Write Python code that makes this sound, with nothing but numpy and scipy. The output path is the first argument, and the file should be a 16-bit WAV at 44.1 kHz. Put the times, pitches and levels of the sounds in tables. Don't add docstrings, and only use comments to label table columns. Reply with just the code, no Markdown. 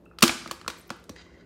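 import sys
import numpy as np
from scipy import signal
from scipy.fft import rfft, irfft
from scipy.io import wavfile
from scipy.ndimage import uniform_filter1d

SR = 44100
rng = np.random.default_rng(int(sys.argv[2]) if len(sys.argv) > 2 else 0)


def master(y):
    cut = np.clip(np.atleast_2d(y).T, -1, 1)
    pcm = np.round(cut * 32767)
    wavfile.write(sys.argv[1], SR, pcm.astype(np.int16))


def invert_db(level):
    return 10 ** (np.asarray(level, dtype=float) / 20)


N = 63945
SPAN = 2048


def unit(x):
    return x / np.sqrt(np.mean(x ** 2))


def band(x, hz, q):
    return signal.lfilter(*signal.iirpeak(min(hz, 0.4 * SR), q, fs=SR), x)


def along(table, hz):
    point_hz, value = np.array(table).T
    return np.interp(np.log(hz), np.log(point_hz), value)


def walk(rate):
    hold = int(SR / rate)
    steps = np.repeat(rng.standard_normal(N // hold + 1), hold)
    return unit(uniform_filter1d(steps, hold)[:N])


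def bands():
    for hz in 40 * 2 ** (np.arange(26) / 3):
        yield hz, band(band(rng.standard_normal(N), hz, 3), hz, 3)


def add(out, s, piece):
    i = int(s * SR)
    out[..., i:i + SPAN] += piece[..., :N - i]


def modes(push, table):
    t = np.arange(SR // 4) / SR
    ring = sum(invert_db(db - 60 * t / t60) * np.sin(2 * np.pi * hz * t) for hz, db, t60 in table)
    return signal.fftconvolve(push, ring)[:N]


def burst(colour, rise_s, fall_s):
    t = np.arange(SPAN) / SR
    spray = colour(rng.standard_normal(SPAN) * (1 - np.exp(-t / rise_s)) * np.exp(-t / fall_s))
    fade_out = np.clip(4 - 4 * np.arange(SPAN) / SPAN, 0, 1) ** 2
    spray = spray * fade_out / np.abs(spray).max()
    click = colour(1.0 * (np.arange(SPAN) == 100))
    return np.array([spray, unit(click) * np.sqrt(np.mean(spray ** 2))])


def contacts(table, rise_s, fall_s):
    # pitch in Hz, level in dB.
    sugar = [(300, -29.5), (900, -6.5), (2000, -0.5), (4500, 1.8), (8000, -6), (16000, -15.5)]
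    # pitch in Hz, level in dB, time to fall 60 dB in s.
    tray_high = [(926, -5.5, 0.015), (1138, 2, 0.13), (1143.5, -5.5, 0.015), (1320, -22.5, 0.02),
                 (1385, -10, 0.071), (1400, -10, 0.045), (2080, -7.5, 0.1), (2420, 9.5, 0.033),
                 (2740, -9, 0.17), (2780, 2, .07), (2990, 2, 0.054), (4400, -6, 0.05), (5375, 8.5, .06),
                 (5340, 2.5, 0.07)]
    knock_t60_s, knock_send_db, ring_db = 0.015, 2.5, -27
    out = np.zeros((2, N))
    t = np.arange(SPAN) / SR
    hz = np.arange(1, SPAN // 2 + 2) * SR / SPAN
    for s, crack_db, tilt_db, knock_db, knock_hz in table:
        gain = invert_db(along(sugar, hz) + tilt_db * np.log2(hz / 4000))
        crack = invert_db(crack_db) * burst(lambda v: irfft(rfft(v) * gain), rise_s, fall_s)
        knock = np.sin(2 * np.pi * knock_hz * t) * (1 - np.exp(-t / 0.00048)) ** 2
        fade_db = 60 * t / knock_t60_s * np.sqrt(knock_hz / 1200)
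        knock = knock * invert_db(knock_db + 4 + np.array([-fade_db, knock_send_db - 2 * fade_db]))
        add(out, s, crack + knock)
    out[0] += invert_db(ring_db) * modes(out[1], tray_high) / 20
    return out


def fridge_and_air():
    # pitch in Hz, level in dB per Hz.
    air_colour = [(40, -8.5), (70, 6), (110, -5), (180, -3), (400, -1), (800, -15.5), (2200, -32),
                  (15000, -47)]
    # pitch in Hz, level in dB.
    hum_tones = [(59.2, -60.5), (78, -70), (172.3, -63), (199.2, -73.5), (344.5, -67)]
    t = np.arange(N) / SR
    air = sum(invert_db(along(air_colour, hz) + 2.0 * walk(27)) * v for hz, v in bands())
    out = unit(air) * invert_db(-55.5)
    for hz, db in hum_tones:
        flicker_db = hz / 150 * walk(30)
        out = out + np.sqrt(2) * invert_db(db + flicker_db) * np.sin(2 * np.pi * hz * t)
    return out


def blade_ticks():
    # start in seconds, level in dB, centre pitch in Hz, sharpness Q (no unit).
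    tick_rows = [(.775, -54, 13950, 1.5), (0.778, -53, 11600, 6), (0.782, -48, 15300, 5),
                 (0.784, -49.5, 8000, 10), (.790, -54.5, 13800, 6), (.787, -55, 10500, 1.8),
                 (.796, -47, 13300, 8.2), (0.802, -56, 12560, 7.1), (0.805, -56.5, 8200, 4),
                 (.808, -54, 11000, 7.4), (.813, -51, 9300, 8), (0.8719, -52, 14780, 2.7),
                 (0.8797, -47.5, 13960, 2.7), (.9635, -53, 12000, 1.8), (0.999, -62, 11770, 2.4),
                 (1, -61, 11000, 1.75), (1.030, -65.5, 11700, 1.5), (1.04, -49, 4500, 1.2),
                 (1.0402, -50, 9800, 1.5), (1.053, -66, 8500, 3), (0.054, -60, 10000, 0.76),
                 (.056, -60, 2680, 12), (.080, -67, 2700, 20), (.105, -65, 2560, 20)]
    out = np.zeros((2, N))
    for s, db, hz, q in tick_rows:
        fall_s = (7.8 + 3 * q) / hz
        add(out, s, invert_db(db) * burst(lambda v: band(band(v, hz, q), hz, q), 0.00038, fall_s))
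    return out


def landings():
    # start in seconds, crack level in dB,
    # brightness in dB per octave, knock level in dB, knock pitch in Hz.
    crumb_rows = [(0.057, -70, -3.5, -54.5, 2640), (.0620, -86, -2.5, -46.5, 1310),
                  (.1132, -88.5, -9, -42.5, 1320), (.146, -86, -5, -58, 1100), (.1355, -79.5, 0, -53, 1380),
                  (.6135, -35.5, -5.5, -38, 1260), (.6465, -41, -7, -42, 1234),
                  (.6635, -33, -11, -32, 1324), (1.1622, -41.5, -5.5, -40.5, 1880),
                  (1.212, -43.5, -8.5, -48.5, 1301), (1.265, -51.5, -14, -47, 1130),
                  (.514, -90, 2, -30, 530), (.682, -67, -3.5, -31, 490), (0.91, -75, 2.5, -43, 530),
                  (.905, -81, .1, -28, 787), (1.096, -83, -0.3, -37, 562), (1.0995, -81, 0, -33, 270),
                  (.9095, -80, 2, -35, 257), (1.107, -80, 2, -39, 78)]
    # start in seconds, crack level in dB,
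    # brightness in dB per octave, knock level in dB, knock pitch in Hz.
    bounce_rows = [(.2787, -11, -1, -26, 1190), (.2790, -30, -4.3, -16, 4170),
                   (.2932, -17, -6.5, -13, 2520), (.2945, -16, -7, -15, 2500), (.2958, -18, -7, -19, 1310),
                   (.4602, -33.5, -8.5, -27, 1250), (.4757, -32, -1, -34, 2120), (.4765, -60, 0, -46, 5200),
                   (.497, -60, -5, -39, 1612), (.5112, -21.5, -1.3, -21, 1127),
                   (.5116, -38.5, -2, -22.5, 4250), (.5125, -24, 9, -22, 7200), (.5165, -29, -4, -37, 5400),
                   (.6787, -17, -1, -22, 1080), (.6790, -60, 0, -27, 1400), (.6792, -26.5, -1, -23.5, 2620),
                   (.6808, -22, 0, -24, 5410), (.6825, -35, -2, -28, 2470), (.7003, -25, -4, -28, 1410),
                   (.7022, -29.5, -3, -34, 2480), (.8932, -41, -3, -48, 1300),
                   (.9033, -23, -3.5, -24.5, 1376), (.9036, -42, -8, -28, 1070),
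                   (.9068, -31, -6.5, -43, 1330), (1.0935, -34.5, -0.45, -36.5, 1120),
                   (1.094, -37, -3, -30, 5630), (1.0955, -51, -4, -38, 4230), (1.0975, -40, 2, -35, 5800),
                   (1.0945, -59, -2, -35.5, 7530)]
    rise_s, fall_s = 0.00019, 0.0023
    return contacts(crumb_rows, rise_s, fall_s) + contacts(bounce_rows, rise_s, fall_s)


def candy_snaps():
    # start in seconds, crack level in dB, brightness in dB per octave,
    # knock level in dB, knock pitch in Hz.
    snap_rows = [
        (.1862, -28, -1.6, -31, 1295),
        (.2072, -32.5, 2.5, -41.5, 1240),
        (.2228, -9, 1.5, -13.5, 1130),
        (.2258, 2.5, 1.3, -7, 1320),
        (.2285, -5, 4.5, -5, 2640),
        (.2358, -6.5, 1, -5.5, 1195),
        (.2395, -12, 0.5, -22, 1030),
    ]
    return contacts(snap_rows, rise_s=0.00098, fall_s=0.0024)


def tray_thumps():
    # start in seconds, level in dB, length of the push in ms.
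    thump_rows = [
        (.2290, -13.5, 1.42),
        (0.2335, -5, 1.98),
        (.294, -28, 0.5),
        (0.463, -36, 0.77),
        (0.488, -39.5, 1.06),
        (0.514, -35, 0.22),
        (0.683, -35, 1.3),
        (0.907, -33.5, 0.7),
        (1.097, -41, 0.62),
        (1.107, -41.5, 3.7),
    ]
    # pitch in Hz, level in dB, time to fall 60 dB in s.
    tray_low = [(82.6, -21, 0.2), (190, -16.5, .09), (222, -3.5, 0.025), (250, 0, 0.09), (335.6, 0.5, 0.12),
                (430, -8.5, 0.052), (530, 3, 0.027), (656, -3, 0.045), (826, -12, .05)]
    push = np.zeros(N)
    t = np.arange(SPAN) / SR
    for s, db, ms in thump_rows:
        shape = np.sin(np.pi * np.clip(t * 1e3 / ms, 0, 1)) ** 2
        add(push, s, -invert_db(db) * shape / shape.sum() / 2)
    no_deep_bass = signal.butter(2, 145, "high", fs=SR, output="sos")
    return signal.sosfilt(no_deep_bass, modes(push, tray_low))


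def sliding_piece():
    # time in seconds, level in dB, brightness in dB per octave.
    slide_path = [(1.157, -60, 2), (1.162, -53, -4), (1.222, -51, 1), (1.232, -60, -2.5), (1.29, -62, -6),
                  (1.3, -58.5, -8.5), (1.375, -62.5, -8), (1.39, -63, -5), (1.41, -58, -9), (1.42, -65, -7),
                  (1.45, -70, -10.5)]
    # pitch in Hz, width in Hz, level in dB.
    slide_body = [(1100, 330, -9), (2010, 135, 4.5), (3900, 500, -1.5), (4770, 130, -3), (5870, 1200, -8),
                  (2830, 130, -10), (3200, 350, -2), (4170, 2340, 3), (1474, 360, -5), (2630, 840, -3)]
    s, db, bright_db = np.array(slide_path).T
    t = np.arange(N) / SR
    grain_db = 1.35 * walk(89.14)
    soften = signal.butter(4, 7200, fs=SR, output="sos")
    rub = signal.sosfilt(soften, rng.standard_normal(N))
    rub = rub * invert_db(grain_db + np.interp(t, s, db, left=-140))
    tilt_db = np.interp(t, s, bright_db)
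    out = np.zeros(N)
    for hz, width_hz, level_db in slide_body:
        gain = invert_db(level_db + tilt_db * np.log2(hz / 2000) + 1.8 * walk(45))
        ringing = band(band(rub, hz, hz / width_hz), hz, hz / width_hz / 2)
        out += gain * np.sqrt(SR / width_hz / 10) * ringing
    return out


def kitchen(x):
    # pitch in Hz, level in dB.
    room_db = [(70, -34), (170, -28.5), (300, -14.5), (700, -17.5), (1500, -18), (4000, -24), (9000, -18.5),
               (15000, -29)]
    # pitch in Hz, time to fall 60 dB in s.
    room_t60 = [(100, 0.94), (260, 0.4), (700, 0.34), (1840, 0.61), (4850, 0.61), (12800, 0.37)]
    t = np.arange(N) / SR
    tail = sum(invert_db(along(room_db, hz) - 60 * t / along(room_t60, hz)) * v for hz, v in bands())
    tail = tail * (1 - np.exp(-t / 0.0089))
    early = invert_db(-16) * band(rng.standard_normal(N), 3300, 0.2) * np.exp(-t / 0.023)
    return signal.fftconvolve(x, (tail + early) / 10)[:N]


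def scene():
    thump_gain = invert_db(np.array([[0], [-3]]))
    near, send = (blade_ticks() + landings() + candy_snaps()
                  + tray_thumps() * thump_gain + sliding_piece())
    return (near + kitchen(send) + fridge_and_air())[None]


def band_limit(x):
    return signal.sosfilt(signal.butter(12, 17150, fs=SR, output="sos"), x)


def record(dry):
    rounded = np.tanh(0.97 * dry) / 0.94
    low = signal.butter(3, 59.4, "high", fs=SR, output="sos")
    top = signal.ellip(8, 0.3, 25, 15800, fs=SR, output="sos")
    mix = signal.sosfilt(np.vstack([low, top]), rounded)
    return band_limit(mix)


dry = scene()
out = record(dry)
master(out)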